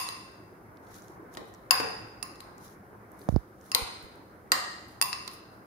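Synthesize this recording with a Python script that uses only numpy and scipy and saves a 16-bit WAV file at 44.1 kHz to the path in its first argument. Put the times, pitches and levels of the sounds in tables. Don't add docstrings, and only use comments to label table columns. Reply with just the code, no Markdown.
import sys
import numpy as np
from scipy import signal
from scipy.io import wavfile

SR = 44100
rng = np.random.default_rng(int(sys.argv[2]) if len(sys.argv) > 2 else 0)


def wav_record(signal):
    frames = np.transpose(np.atleast_2d(signal))
    bounded = np.clip(frames, -1, 1)
    quanta = np.round(bounded * 32767).astype(np.int16)
    wavfile.write(sys.argv[1], SR, quanta)


def amplitude_ratio(level_db):
    exponent = np.asarray(level_db, float) / 20
    return 10 ** exponent


N = 249854
LEAD = 4410


def at_hz(points, hz, column=1):
    points = np.array(points)
    return np.interp(np.log(hz), np.log(points[:, 0]), points[:, column])


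def rms_one(x):
    return x / np.sqrt(np.mean(x ** 2) + 1e-20)


def sides(pan_db):
    return amplitude_ratio(np.multiply.outer([.5, -.5, 0], np.clip(pan_db, -10, 10)))


def drift(rate_hz):
    r = np.exp(-80 * np.pi * rate_hz / SR)
    slow = signal.lfilter([1], [1, -2 * r, r * r], rng.standard_normal(N // 40 + 2002))[2000:]
    return np.interp(np.arange(N) / 40, np.arange(len(slow)), rms_one(slow))


def ring(clicks, hz, t60):
    r = amplitude_ratio(-60 / (t60 * SR))
    w = 2 * np.pi * hz / SR
    return signal.lfilter([0, np.sin(w)], [1, -2 * r * np.cos(w), r * r], clicks + 1e-18)


def resonance(x, hz, width_hz):
    r = np.exp(-np.pi * width_hz / SR)
    top = np.array([1, 0, -1]) * (1 - r * r) / 2
    return signal.lfilter(top, [1, -2 * r * np.cos(2 * np.pi * hz / SR), r * r], x)


def bands(white):
    edges_hz = 25 * 2 ** np.arange(0, 9.6, .5)
    for k, (low, high) in enumerate(zip(edges_hz, edges_hz[1:])):
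        band = signal.butter(2, [low, high], "band", fs=SR, output="sos")
        yield np.sqrt(low * high), signal.sosfilt(band, white[k % 2])


def struck(blows, spots, spot_mid_db, pitches, modes, level_db, crack_db, spread_s):
    s, peak_db, low_db, high_db, pan_db = np.transpose(blows)
    mid_db = np.array(spot_mid_db)[spots]
    crack = [(hz, 6 / hz, *[crack_db] * 3) for hz in np.geomspace(600, 14000, 10)]
    modes = [(hz, *mode) for hz, mode in zip(pitches, modes)] + crack
    luck = rng.standard_normal((len(blows), len(modes), 3, 3))
    scatter_db = 1.5 * np.array([[1], [1], [0]])
    out = np.zeros((3, LEAD + N))
    t = np.arange(N) / SR
    contact = np.minimum(t / 0.00065, 1) * (np.array([[.4], [.4], [.7]]) + np.exp(-t / 0.0044))
    for k, (hz, t60, *spot_db) in enumerate(modes):
        mode_db = np.array(spot_db)[spots]
        tilt_db = [at_hz([(1000, low), (2500, mid), (4700, 0), (10000, high)], hz)
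                   for low, mid, high in zip(low_db, mid_db, high_db)]
        uneven_db = scatter_db * luck[:, k, :, 0].T
        size = sides(pan_db) * amplitude_ratio(level_db + mode_db + peak_db + tilt_db + uneven_db)
        lag = (spread_s * SR * np.abs(luck[:, k, :, 1]) * [1, 1, 0]).astype(int)
        for blow, start in enumerate(LEAD + (s * SR).astype(int)):
            length = min(int(t60 * SR) + 200, LEAD + N - start)
            signs = [*np.sign(luck[blow, k, :2, 2]), (-1) ** k]
            clicks = np.zeros((3, length))
            clicks[[0, 1, 2], lag[blow]] = size[:, blow] * signs
            out[:, start:start + length] += ring(clicks, hz, t60) * contact[:, :length]
    return out


def rim_clinks():
    # start in seconds (negative: before the sound begins), peak in dB near 4.7 kHz, dB near 1 kHz and
    # near 10 kHz relative to it, left-right balance in dB.
    rim_blows = [
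        (-0.055, -17.5, -21.5, -3.5, 1),
                 (1.7082, -15.5, -11.5, 1.5, 10.5),
        (2.227, -38.5, -13.5, 6, -17),
        (3.7166, -34, -19, 0, 0.5),
        (5.0136, -22, -21, -3.5, 3),
        (5.0235, -25.5, -19, -5.5, -25),
        (5.1294, -30.5, -21, -12, 10.5),
    ]
    rim_spots = [1, 0, 2, 2, 1, 1, 2]
    rim_mid_db = [-3, -0.6, 4]
    # t60 in seconds, level in dB from each of the three spots.
    rim_hz = [730, 1055, 1062, 1096, 1210, 1900, 2685, 2690, 3520, 4180, 4800, 4806, 4915, 5220, 6400, 7010,
              8680, 9370, 9630, 10240, 10880, 11700, 12260, 13750, 14500, 15550]
    rim_modes = [(0.091, -2.5, -5.5, -22), (0.06, 0.5, 15, 8.5), (.45, -25, -7, -21.5),
                 (.05, -9, -3.5, -15), (0.042, -8.5, -19, 7.5), (0.0092, -5.5, 4, 5.5),
                 (0.04, 1.5, -2, -3.5), (0.8, -24.5, -19, -39.5), (0.0094, -4.5, -1.5, -22.5),
                 (0.0078, -16.5, -10.5, 4), (0.017, 0, 5.5, 4), (0.48, -14, -17.5, -31),
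                 (0.046, 5, -17, 0.5), (0.0044, -14, 8.5, 13.5), (0.035, -13, -4.5, -6.5),
                 (0.058, -9, -6.5, -6.5), (0.015, -26, 4.5, -13.5), (0.039, -1, -3.5, 2.5),
                 (.03, -10.5, 8.5, -37), (.025, -3, -1.5, -1), (.03, -16, 3, -7.5), (.03, -13, -2, -12),
                 (0.025, -6.5, -14.5, -15), (.02, -12, -5, -16), (.015, -12, 5.5, -25.5),
                 (.02, -19.5, -25.5, -11)]
    return struck(rim_blows, rim_spots, rim_mid_db, rim_hz, rim_modes,
                  level_db=-0.5, crack_db=-5.5, spread_s=.0005)


def belly_knocks():
    # start in seconds, peak in dB near 4.7 kHz, dB near 1 kHz and near 10 kHz relative to it,
    # left-right balance in dB.
    knocks = [
        (0.088, -24, -18, -12, -9),
        (1.3707, -39, -9.5, -11, 10),
        (2.4044, -33.5, -16, -8.5, 5),
        (3.7481, -6, -27.5, -9.5, 11),
        (4.5183, -7.5, -26, -1, 1),
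        (5.2775, -26, -18.5, -15.5, -18),
    ]
    belly_spots = [0, 1, 0, 0, 1, 0]
    belly_mid_db = [-11.5, -11.5]
    # t60 in seconds, level in dB from each of the two spots.
    belly_hz = [420, 750, 1050, 1210, 1880, 2050, 2500, 3050, 3550, 4150, 4450, 4800, 5450, 6100, 6700,
                7300, 8180, 8850, 9350, 10280, 10900, 11500, 12260, 13850, 14200]
    belly_modes = [(.02, 1, -12), (0.022, -19, -11), (0.09, -0.5, 8), (0.015, 8.5, 14.5),
                   (0.029, -22.5, 11.5), (0.018, 1.5, 4.5), (0.0067, 1, 4.5), (0.0078, -2.5, -15),
                   (0.0089, -12, -23), (0.008, 2.5, 3.5), (0.006, -19.5, -2), (0.031, -9.5, -3.5),
                   (0.007, -16, -9), (0.0079, -9.5, -8), (0.013, -13, -11), (0.0058, -8, -1),
                   (0.014, -9, -6.5), (.015, 0.5, -6.5), (0.014, -6.5, -17.5), (0.012, 0, -19.5),
                   (0.025, -13.5, -19.5), (0.02, -10, -16), (0.0056, -3.5, -9.5), (0.0099, -2.5, -8),
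                   (0.007, -1, -25)]
    return struck(knocks, belly_spots, belly_mid_db, belly_hz, belly_modes,
                  level_db=-3.5, crack_db=-15.0, spread_s=0.00035)


def snaps(rows, t60, width, edge, level_db, walls_db):
    out = np.zeros((3, LEAD + N))
    t = np.arange(900) / SR
    for (s, peak_db, hz, pan_db), white in zip(rows, rng.standard_normal((len(rows), 3, 900))):
        snap = (white + white[0]) * amplitude_ratio(-60 * t / t60)
        snap = resonance(snap, hz, width * hz) + edge * np.diff(snap, prepend=0)
        at = LEAD + round(s * SR)
        out[:, at:at + 900] += amplitude_ratio(peak_db + level_db) * sides(pan_db)[:, None] * snap / np.abs(snap).max()
    return out * amplitude_ratio(np.array([[0], [0], [walls_db]]))


def wet_ticks():
    # start in seconds, peak in dB, pitch in Hz, left-right balance in dB.
    tick_rows = [(0.7712, -46.5, 4220, -7), (0.8694, -49, 4100, -2), (0.9426, -37.5, 6570, 3),
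                 (1.0214, -38, 6500, -1), (1.0824, -41, 6050, -6), (1.3404, -38, 6610, -13),
                 (1.3504, -33.5, 4010, -6), (1.4414, -49, 2980, 2), (1.5391, -38, 6600, -16),
                 (1.5475, -40.5, 6400, -9), (2.357, -38.5, 4700, -5), (2.5809, -39.5, 6750, -4),
                 (2.6105, -51, 5550, -7), (2.6799, -40, 5370, -2), (3.1176, -43, 12500, -10.5),
                 (3.1924, -37.5, 11460, -2), (3.2152, -41.5, 4300, -3), (3.2214, -51.5, 9900, -8),
                 (3.2565, -48.5, 8500, -2.5), (3.2888, -28.5, 5900, -9), (3.3429, -46, 5000, -4),
                 (3.3615, -30.5, 4600, -17), (3.6117, -41.5, 6460, -5), (4.0274, -38.5, 11300, -12),
                 (4.8834, -45.5, 11280, -2), (4.908, -56, 11000, 2), (4.157, -44, 11000, 0),
                 (5.2775, -20, 4640, -7), (5.278, -35, 2140, 0), (5.3135, -39, 9500, 7.5)]
    return snaps(tick_rows, t60=0.0089, width=.3, edge=0.1, level_db=-3, walls_db=-5)


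def bowl_thuds():
    # start in seconds, peak in dB, pitch in Hz, left-right balance in dB.
    thud_rows = [(1.371, -35, 3088, 5), (1.372, -31, 256, -4), (1.7082, -15, 1490, 1),
                 (1.7085, -24, 560, 10.5), (1.800, -20, 298, 2), (1.802, -40, 169, 10),
                 (1.801, -35, 740, 9), (3.750, -24, 492, -2), (3.862, -43, 760, 3),
                 (4.519, -17.5, 1590, -5.5), (4.52, -21, 490, -7)]
    return snaps(thud_rows, t60=0.033, width=1.0, edge=.0003, level_db=0.0, walls_db=6.5)


def stirring():
    # start in seconds, length in seconds, level in dB at 5 kHz at the height, top end in relative dB.
    strokes = [(0.83, 0.33, -59, -1.5), (1.304, 0.11, -63, 4), (1.403, 0.19, -73, 5),
               (2.579, 0.18, -57.5, 0.5), (3.106, 0.3, -67.5, 5.5), (3.267, 0.12, -67.5, -5.5),
               (3.58, 0.2, -63.5, 2), (4.006, 0.09, -70.5, 9.5), (4.858, 0.16, -68.5, 3),
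               (5.287, 0.12, -62, 8.5), (5.502, 0.092, -75.5, 7.5)]
    # resonance in Hz, width in Hz, level in dB.
    colours = [
        [(4180, 900, -6.5), (5790, 1500, -2), (6810, 1440, -9)],
        [(9900, 1000, 3.5), (12000, 2700, -4), (14300, 2500, -10.5)],
    ]
    height_at, edge_db = 0.41, -16.5
    sizes = amplitude_ratio(2.5 * np.minimum(rng.exponential(1, (2, N)), 5)) * rng.choice([-1, 1], (2, N))
    grains_per_s = 5000 * amplitude_ratio(4 * drift(25))
    grains = sizes * (rng.random(N) < grains_per_s / SR)
    low, top = [rms_one(sum(amplitude_ratio(db) * resonance(grains, hz, width_hz) for hz, width_hz, db in part))
                for part in colours]
    out, t = 0, np.arange(N) / SR
    for s, length_s, level_db, top_db in strokes:
        end = s + length_s
        moments = [s - .015, s, s + height_at * length_s, end, end + 0.086]
        swell_db = np.interp(t, moments, [-60, edge_db, 0, edge_db, -60])
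        out = out + amplitude_ratio(level_db + swell_db) * (low + amplitude_ratio(top_db) * top)
    return out


def bumps():
    # start in seconds, peak in dB, first pitch in Hz, last pitch in Hz, sign.
    swings = [
        (3.288, -5, 467, 370, 1),
        (3.2900, -10, 335, 69.5, -1),
        (3.325, -15, 205, 55, 1),
        (3.341, -8, 105, 63, 1),
        (3.3622, -6, 386, 49.3, -1),
        (3.819, -23, 85.4, 53, 1),
        (4.036, -34, 73.4, 45, 1),
    ]
    # start in seconds, peak in dB, pitch in Hz.
    clacks = [
        (3.2884, 1.5, 516),
        (3.3612, -12.5, 740),
    ]
    out, t = np.zeros((2, N)), np.arange(8000) / SR
    for s, peak_db, first_hz, last_hz, sign in swings:
        t60 = 0.077 / (1 + (last_hz / 108) ** 2)
        turns = last_hz * t + (first_hz - last_hz) * 0.0024 * (1 - np.exp(-t / 0.0022))
        wave = sign * amplitude_ratio(peak_db - 60 * t / t60) * np.sin(2 * np.pi * turns)
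        soft_contact = signal.butter(2, 4.4 * first_hz, fs=SR, output="sos")
        wave = signal.sosfilt(soft_contact, wave)
        at = round(s * SR)
        out[:, at:at + 8000] += wave * [[.03], [1]]
    for s, peak_db, hz in clacks:
        clack = amplitude_ratio(peak_db - 60 * t / 0.0061) * np.sin(2 * np.pi * hz * t) * np.minimum(t / 0.0024, 1)
        at = round(s * SR)
        out[:, at:at + 8000] -= clack * [[1], [.4]]
    return out


def kitchen(x):
    # pitch in Hz, t60 in seconds, level in dB.
    decay = [(250, 0.57, -1), (963, 0.74, 4.5), (2650, 0.84, -3.5), (5000, 0.78, -5.5), (9600, 0.64, -12.5),
             (16180, 0.19, 3.5)]
    tail_db, first_wall_s, counter_db = -32.5, 0.002, -9.5
    t = np.arange(SR) / SR
    white = rng.standard_normal((2, 2, SR))
    tail = sum(band * amplitude_ratio(at_hz(decay, hz, column=2) - 60 * t / at_hz(decay, hz)) for hz, band in bands(white))
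    tail = amplitude_ratio(tail_db) * tail * np.clip(t / first_wall_s - .5, 0, 1)
    counter_at = (np.array([.0011, .0033, .0014, .0029]) * SR).astype(int)
    tail[[0, 0, 1, 1], counter_at] += amplitude_ratio(counter_db)
    return x[:2] + signal.fftconvolve(x[2:], tail, axes=1)[:, :x.shape[1]]


def murmur():
    # pitch in Hz, level in dB per Hz.
    air_colour = [(18, -48.5), (30, -10.5), (103, -4.5), (190, -7.5), (225, -9.5), (366, -3.5),
                  (532, -10.5), (573, -9.5), (1600, -12.5), (2600, -28), (3380, -65), (5720, -120)]
    hiss_colour = [(15, -31.5), (2000, -4), (4000, -20.5), (5500, -3), (7800, -16.5), (10000, -1.5),
                   (15000, -2), (16500, -13)]
    # pitch in Hz, left-right likeness from -1 to 1.
    likeness = [(60, 0.97), (130, 0.77), (290, 0.93), (640, 0.51), (1410, -0.31), (3100, 0.43),
                (6820, -0.82), (15000, 0.018)]
    # pitch in Hz, width in Hz, level in dB.
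    hum_rows = [(109, 2.6, -67), (199, 31, -64.5), (307.5, 5.8, -70.5), (348, 6.7, -74)]
    # time in seconds, level in dB.
    swell = [(0, -53), (.6, -56), (1.9, -53), (2.9, -55), (4.299, -54.5), (5.67, -55.5)]
    air, hiss, together = 0, 0, drift(1.3)
    for hz, (mid, side) in bands(rng.standard_normal((2, 2, N))):
        alike = np.clip(at_hz(likeness, hz), -1, 1)
        pair = np.sqrt(1 + alike) * mid + np.sqrt(1 - alike) * side * [[1], [-1]]
        flicker_db = 1.2 * together + 1.6 * drift(12)
        air = air + amplitude_ratio(at_hz(air_colour, hz) + flicker_db) * pair
        hiss = hiss + amplitude_ratio(at_hz(hiss_colour, hz)) * pair
    air = signal.sosfilt(signal.butter(4, 2300, fs=SR, output="sos"), air)
    white = rng.standard_normal(N)
    hums = sum(amplitude_ratio(db + 54.0) * rms_one(resonance(white, hz, width_hz)) for hz, width_hz, db in hum_rows)
    swell_db = np.interp(np.arange(N) / SR, *np.transpose(swell)) + 3
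    return amplitude_ratio(swell_db) * (rms_one(air) + hums) + amplitude_ratio(-70) * rms_one(hiss)


def scene():
    bowl = rim_clinks() + belly_knocks() + wet_ticks() + bowl_thuds()
    return kitchen(bowl)[:, LEAD:] + stirring() + bumps() + murmur()


def low_pass(x):
    return signal.sosfilt(signal.butter(12, 16530, fs=SR, output="sos"), x)


def record(dry):
    heard = signal.sosfilt(signal.butter(2, 45, "high", fs=SR, output="sos"), dry)
    heard = signal.sosfilt(signal.cheby2(14, 40, 16050, fs=SR, output="sos"), heard)
    return low_pass(1.5 * np.tanh(heard / 1.5))


dry = scene()
out = record(dry)
wav_record(out)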